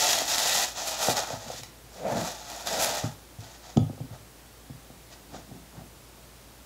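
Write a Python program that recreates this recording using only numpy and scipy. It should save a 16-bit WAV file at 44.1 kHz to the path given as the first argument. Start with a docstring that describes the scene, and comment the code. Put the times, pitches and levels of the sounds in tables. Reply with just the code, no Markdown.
"""Tissue paper and a box on a desk.

Tissue paper is crumpled and pushed aside near a small mono microphone in a bedroom: creases buckle
and shake the sheet. A box slides out, its slips ringing the cavity in a hollow scrape. One knock
rings box and desk as it is set down. Soft bumps and brushes follow over mains hum and mic hiss."""
import sys
import numpy as np
from scipy import signal
from scipy.fft import rfft, irfft, next_fast_len
from scipy.io import wavfile
from scipy.ndimage import map_coordinates

SR = 44100
rng = np.random.default_rng(int(sys.argv[2]) if len(sys.argv) > 2 else 0)


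def materialize(psi):
    """Save the field psi as 16-bit PCM at rate SR to the path in sys.argv[1].

    A 1-D psi becomes a single channel; in a 2-D psi each row is a channel.
    """
    bounded = np.clip(np.atleast_2d(psi).T, -1, 1)
    quanta = np.round(bounded * 32767).astype(np.int16)
    wavfile.write(sys.argv[1], SR, quanta)


N = 293265

# paper squeezes: start_s, hold_s, crinkle_db, flutter_db, fizz_db
PAPER_SQUEEZES = [(0.005, 0.14, -25.5, -32, -34), (0.186, 0.033, -30, -33, -38),
                  (0.291, 0.11, -28.5, -34.5, -36.5), (0.436, 0.19, -26.5, -33.5, -34),
                  (0.785, 0.25, -37.5, -41, -49.5), (0.878, 0.021, -35, -39.5, -38),
                  (1.019, 0.092, -30, -32.5, -36), (1.174, 0.017, -31.5, -29.5, -42),
                  (1.24, .11, -42.5, -40.5, -52.5), (1.4, 0.14, -48, -48, -58),
                  (1.525, 0.065, -43, -57, -53), (1.942, 0.095, -54, -58, -64),
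                  (2.094, .035, -43.5, -37, -51.5), (2.17, 0.13, -39.5, -38.5, -47.5),
                  (2.359, .108, -47.5, -50, -56.5), (2.502, 0.11, -43, -44.5, -50.5),
                  (2.678, 0.31, -34.5, -35.5, -43), (2.826, .014, -31, -51, -32.5),
                  (3.05, 0.0069, -44.5, -40.5, -54)]
# single creases snapping: start_s, level_db
CREASE_SNAPS = [(0.1304, -12), (0.1515, -19), (0.1864, -12), (0.293, -24), (0.3822, -9.5), (0.472, -15),
                (0.4942, -12), (0.5974, -17), (1.168, -17.5), (1.6337, -26.5), (2.5, -25.5), (2.6713, -16),
                (2.8449, -12), (2.9726, -23), (3.4052, -33.5)]
# box pushes: start_s, hold_s, drag_db, scrape_db
BOX_SLIDES = [(2.068, 0.042, -38, -28), (2.135, 0.065, -33.5, -33), (2.715, 0.21, -43.5, -34.5),
              (5.335, 0.029, -47, -61), (5.53, 0.038, -48, -62), (5.78, 0.036, -47.5, -55.5)]
# hand and cloth strokes: start_s, hold_s, swish_db, body_db
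BRUSH_STROKES = [(3.41, 0.15, -53, -53.5), (3.64, 0.075, -53, -54.5), (4.135, 0.016, -59, -49.5),
                 (5.122, 0.0073, -52.5, -52.5), (5.348, 0.004, -45.5, -41.5), (5.77, 0.02, -64, -49.5)]
# hard box contacts: start_s, thud_db, clack_db, tick_db, pitch_hz
BOX_KNOCKS = [(1.083, -20, -11.5, -40, 380), (3.7622, -15.5, -39, -65, 200),
              (3.7708, -8.5, -16.5, -22, 184), (3.813, -19, -42, -65, 129)]
# soft desk contacts: start_s, thud_db, clack_db, pitch_hz
DESK_BUMPS = [(0.216, -40, -24, 232), (1.095, -32, -20, 253), (1.303, -56, -23.5, 300),
              (1.33, -30.5, -42, 136), (1.461, -39, -42, 159), (1.5, -46, -26, 113),
              (1.593, -43.5, -43, 134), (2.15, -29.5, -45.5, 163), (3.036, -20.5, -33, 187),
              (3.385, -33, -44, 116), (3.895, -28, -33, 237), (3.977, -47, -38.5, 200),
              (4.002, -26.5, -35.5, 182), (4.103, -34, -43, 109), (4.696, -32, -42, 147),
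              (4.899, -38, -42.5, 190), (5.343, -52, -32, 302), (5.513, -34.5, -41, 230),
              (5.767, -37, -44, 160)]
# desk modes: freq_hz, gain_db, free_t60_s
DESK_MODES = [(102.4, -5.5, 0.62), (123, 3.5, 0.27), (154.7, -6, 0.47), (219.4, 0, 0.12), (236.3, 5, 0.13),
              (264.6, -3.5, 0.27), (329, -3, 0.14), (392, 4, 0.075), (480.5, -11.5, 0.27)]
# box cavity modes: freq_hz, width_hz, gain_db
BOX_MODES = [(510, 93, -3), (693, 242, 0.5), (776, 140, 3), (1264, 40, -6.5)]
# crease spectrum: freq_hz, gain_db
CRINKLE_EQ = [(200, -63), (800, -13.5), (1400, -5.5), (1650, -8.5), (1980, 3), (2120, -9), (2450, -0.5),
              (2900, -3), (3600, 3.5), (4200, 2), (7000, 3.5), (7900, -5), (8600, -15.5), (16000, -60)]
# shaken sheet spectrum: freq_hz, gain_db
FLUTTER_EQ = [(50, -23), (130, -13), (330, -8), (420, -8), (520, -1), (680, 6), (850, 4.5), (1040, -7.5),
              (1280, -2), (1600, -8.5), (4000, -51.5), (16000, -85)]
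# finest crackle spectrum: freq_hz, gain_db
FIZZ_EQ = [(3000, -84), (7500, 2.5), (8800, -2.5), (9800, -1.5), (12500, -1.5), (14000, -7), (16000, -6.5)]
# low drag spectrum: freq_hz, gain_db
DRAG_EQ = [(40, -13), (110, -1), (200, 5), (330, -2), (450, -5), (900, -21.5), (2500, -35), (16000, -107)]
# hollow scrape spectrum: freq_hz, gain_db
SCRAPE_EQ = [(200, -40), (400, -11.5), (500, -3.5), (660, -0.5), (760, -7), (1000, -23), (2500, -30.5),
             (16000, -104)]
# edge click spectrum: freq_hz, gain_db
TICK_EQ = [(500, -32), (1100, -44), (1300, -3), (2000, -9), (3200, 3.5), (5300, -6), (6800, 2), (8200, -17),
           (16000, -29)]
# microphone hiss spectrum: freq_hz, gain_db
HISS_EQ = [(25, -26), (55, -10), (85, -12.5), (125, -10), (180, -12), (290, -12.5), (600, -16),
           (2000, -23.5), (5700, -25), (15500, -29.5)]
# mains hum: freq_hz, level_db
HUM_TONES = [(56.5, -57), (118, -66)]
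# bedroom decay: freq_hz, t60_s
ROOM_DECAY = [(150, 0.22), (800, 0.4), (4000, 0.35), (12000, 0.11)]


def paper():
    """Creases buckle in small avalanches, crackle and shake the sheet, then slowly relax."""
    squeezing = strokes(PAPER_SQUEEZES, rise_db_per_s=287, fall_db_per_s=240)
    relaxing = amp(-9.5) * strokes(PAPER_SQUEEZES, rise_db_per_s=287, fall_db_per_s=99)
    crinkle, flutter, fizz = np.hypot(squeezing, relaxing)
    clump = amp(1.5 * wobble(60) + 0.84 * wobble(300))
    folds = room(impulses(rate_hz=2600, spread_db=2, clump=clump), wet_db=-6.5)
    tips = room(impulses(rate_hz=1500, spread_db=1, clump=clump), wet_db=-13.5)
    fibres = room(impulses(rate_hz=5300, spread_db=-1, clump=clump), wet_db=-11.5)
    # long folds sound low, sharp tips high
    low_share = lambda hz: 1 / (1 + (hz / 4800) ** 4)
    creases = filtered(folds, lambda hz: np.sqrt(low_share(hz)))
    creases += filtered(tips, lambda hz: np.sqrt(1 - low_share(hz)))
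    return (crinkle * unit(coloured(creases, CRINKLE_EQ))
            + flutter * unit(coloured(folds, FLUTTER_EQ))
            + fizz * unit(coloured(fibres, FIZZ_EQ)))


def snaps():
    """Larger creases flip over in a fast-swelling crack."""
    track = np.zeros(N)
    rise_s = 0.00056
    for start_s, level_db in CREASE_SNAPS:
        crack = burst(t60_s=0.012)
        crack *= 1 - np.exp(-np.arange(len(crack)) / SR / rise_s)
        sheet = coloured(crack, CRINKLE_EQ) + coloured(crack, FLUTTER_EQ)
        fizz = amp(-5.5) * coloured(crack, FIZZ_EQ)
        add(track, start_s, amp(level_db) * unit_peak(sheet + fizz))
    return room(track, wet_db=-4)


def box_slide():
    """The box drags in small slips that ring its cavity."""
    drag, scrape = strokes(BOX_SLIDES, rise_db_per_s=197, fall_db_per_s=162)
    slips = impulses(rate_hz=2500, spread_db=0, clump=amp(0.94 * wobble(90)))
    return drag * unit(coloured(slips, DRAG_EQ)) + scrape * unit(coloured(slips, SCRAPE_EQ))


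def knocks():
    """The box hits the desk: desk ring, hollow clack, click of the hard edge."""
    desk, box = np.zeros(N), np.zeros(N)
    for start_s, thud_db, clack_db, tick_db, pitch_hz in BOX_KNOCKS:
        thud = desk_thud(pitch_hz, focus_db=4.5, damping=1.7, scatter_db=1,
                         detune=0.0075, rise_s=0.0039, loose_rad=0.87)
        add(desk, start_s, amp(thud_db) * thud)
        add(box, start_s, amp(clack_db) * box_clack(contact_s=0.0002, roughness=0.0099))
        add(box, start_s, amp(tick_db) * unit_peak(coloured(burst(t60_s=0.019), TICK_EQ)))
    return desk + room(box, wet_db=-9.5)


def bumps():
    """Hands and box nudge the desk, scuff and rock back once; the resting hand damps the ring."""
    desk, box = np.zeros(N), np.zeros(N)
    rebounds = [(start_s + 0.035, thud_db - 9, clack_db - 9.5, pitch_hz)
                for start_s, thud_db, clack_db, pitch_hz in DESK_BUMPS]
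    for start_s, thud_db, clack_db, pitch_hz in DESK_BUMPS + rebounds:
        thud = desk_thud(pitch_hz, focus_db=11, damping=1.87, scatter_db=3.5,
                         detune=0.042, rise_s=0.0038, loose_rad=3.03)
        add(desk, start_s, amp(thud_db) * thud)
        add(box, start_s, amp(clack_db) * box_clack(contact_s=0.00051, roughness=0.13))
        scuff = unit_peak(coloured(burst(t60_s=0.087), DRAG_EQ))
        add(box, start_s, amp(clack_db - 14.5) * scuff)
    return desk + room(box, wet_db=-12.5)


def desk_thud(pitch_hz, focus_db, damping, scatter_db, detune, rise_s, loose_rad):
    """A blow favours the desk modes near its pitch; loose contact starts them out of phase."""
    t = np.arange(SR // 2) / SR
    ring = np.zeros(len(t))
    for freq_hz, gain_db, free_t60_s in DESK_MODES:
        gain_draw, freq_draw, phase_draw = rng.standard_normal(3)
        strike_db = gain_db + scatter_db * gain_draw - focus_db * np.log2(freq_hz / pitch_hz) ** 2
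        phase_rad = 2 * np.pi * freq_hz * (1 + detune * freq_draw) * t + loose_rad * phase_draw
        ring += amp(strike_db - 60 * t * damping / free_t60_s) * np.sin(phase_rad)
    attack = 1 - np.exp(-(t / rise_s) ** 2)
    return unit_peak(ring * attack)


def box_clack(contact_s, roughness):
    """A short, slightly rough push rings the hollow box."""
    def cavity(hz):
        modes = sum((-1) ** k * amp(gain_db) * 1j * hz * width_hz
                    / (freq_hz ** 2 - hz ** 2 + 1j * hz * width_hz)
                    for k, (freq_hz, width_hz, gain_db) in enumerate(BOX_MODES))
        return modes / (1 + 1j * hz / 1500)  # one-pole low-pass
    progress = np.arange(SR // 4) / SR / contact_s
    push = progress * np.exp(-progress) + roughness * burst(t60_s=0.028)
    return unit_peak(filtered(push, cavity))


def brushes():
    """Hands and cloth brush lightly in a grainy swish."""
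    swish, body = strokes(BRUSH_STROKES, rise_db_per_s=520, fall_db_per_s=254)
    grain = room(impulses(rate_hz=4000, spread_db=4, clump=amp(2.2 * wobble(120))), wet_db=-2)
    return swish * unit(coloured(grain, CRINKLE_EQ)) + body * unit(coloured(grain, FLUTTER_EQ))


def room(x, wet_db):
    """Direct sound plus wall reflections, redrawn every 0.2 s as the source moves."""
    echo = np.zeros(N)
    hop = SR // 5
    for start in range(0, N, hop):
        hz, t, noise = signal.stft(rng.standard_normal(SR // 3), SR, nperseg=256)
        decay = amp(-60 * t / log_interp(ROOM_DECAY, hz)[:, None])
        tail = signal.istft(noise * decay, SR, nperseg=256)[1]
        tail /= np.linalg.norm(tail)
        add(echo, start / SR + 0.0025, signal.fftconvolve(x[start:start + hop], tail))
    return (x + amp(wet_db) * echo) / np.hypot(1, amp(wet_db))


def hum_and_hiss():
    """Slightly wavering mains hum, steady microphone hiss."""
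    t = np.arange(N) / SR
    hum = sum(amp(level_db) * unit(np.sin(2 * np.pi * freq_hz * t + 0.61 * wobble(4.3)))
              for freq_hz, level_db in HUM_TONES)
    return hum + amp(-51.5) * unit(coloured(rng.standard_normal(N), HISS_EQ))


def strokes(rows, rise_db_per_s, fall_db_per_s):
    """Swell, hold and fade per row, summed in power; one envelope per dB column."""
    rows = np.array(rows)
    age_s = np.arange(N) / SR - rows[:, :1]
    hold_s, levels_db = rows[:, 1:2], rows[:, 2:].T
    shape_db = rise_db_per_s * np.minimum(age_s, 0) - fall_db_per_s * np.maximum(age_s - hold_s, 0)
    return np.sqrt(amp(levels_db) ** 2 @ amp(np.maximum(shape_db, -120)) ** 2)


def impulses(rate_hz, spread_db, clump):
    """Random impulses, sizes scaled by the clump envelope; rms 1."""
    fires = rng.random(N) < rate_hz / SR
    size = amp(spread_db * np.clip(rng.standard_normal(N), -2, 2))
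    return unit(fires * size * rng.choice([-1, 1], N) * clump)


def burst(t60_s):
    """Decaying noise."""
    t = np.arange(SR // 4) / SR
    return amp(-60 * t / t60_s) * rng.standard_normal(len(t))


def wobble(rate_hz):
    """Smooth random curve."""
    knots = rng.standard_normal(int(N * rate_hz / SR) + 4)
    return map_coordinates(knots, [np.arange(N) * rate_hz / SR])


def coloured(x, eq):
    """Minimum-phase filter through (freq_hz, gain_db) points."""
    def response(hz):
        cepstrum = irfft(np.log(amp(log_interp(eq, hz))))
        half = len(cepstrum) // 2
        cepstrum[1:half] *= 2
        cepstrum[half + 1:] = 0
        return np.exp(rfft(cepstrum))
    return filtered(x, response)


def filtered(x, response):
    """FFT filter with gain response(hz)."""
    size = 2 * next_fast_len(len(x) // 2 + 4096)
    return irfft(rfft(x, size) * response(np.fft.rfftfreq(size, 1 / SR)), size)[:len(x)]


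def log_interp(points, hz):
    """Interpolate (freq_hz, value) points on a log axis."""
    freqs_hz, values = np.transpose(points)
    return np.interp(np.log(hz + 1), np.log(freqs_hz + 1), values)


def add(track, start_s, sound):
    """Mix in place."""
    part = track[max(round(start_s * SR), 0):][:len(sound)]
    part += sound[:len(part)]


def amp(db):
    """dB to gain."""
    return 10 ** (np.asarray(db) / 20)


def unit(x):
    """Scale to rms 1."""
    return x / np.sqrt(np.mean(x ** 2) + 1e-20)


def unit_peak(x):
    """Scale to peak 1."""
    return x / np.abs(x).max()


def scene():
    """One microphone, same in both channels."""
    mono = paper() + snaps() + box_slide() + brushes() + bumps() + knocks() + hum_and_hiss()
    return np.array([mono, mono])


def record(dry):
    """Microphone bass cut, recorder band limit."""
    low_hz, top_hz = 41.7, 15720
    bass_cut = signal.butter(4, low_hz, "highpass", fs=SR, output="sos")
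    return np.array([filtered(channel, lambda hz: hz < top_hz)
                     for channel in signal.sosfilt(bass_cut, dry)])


dry = scene()
out = record(dry)
materialize(out)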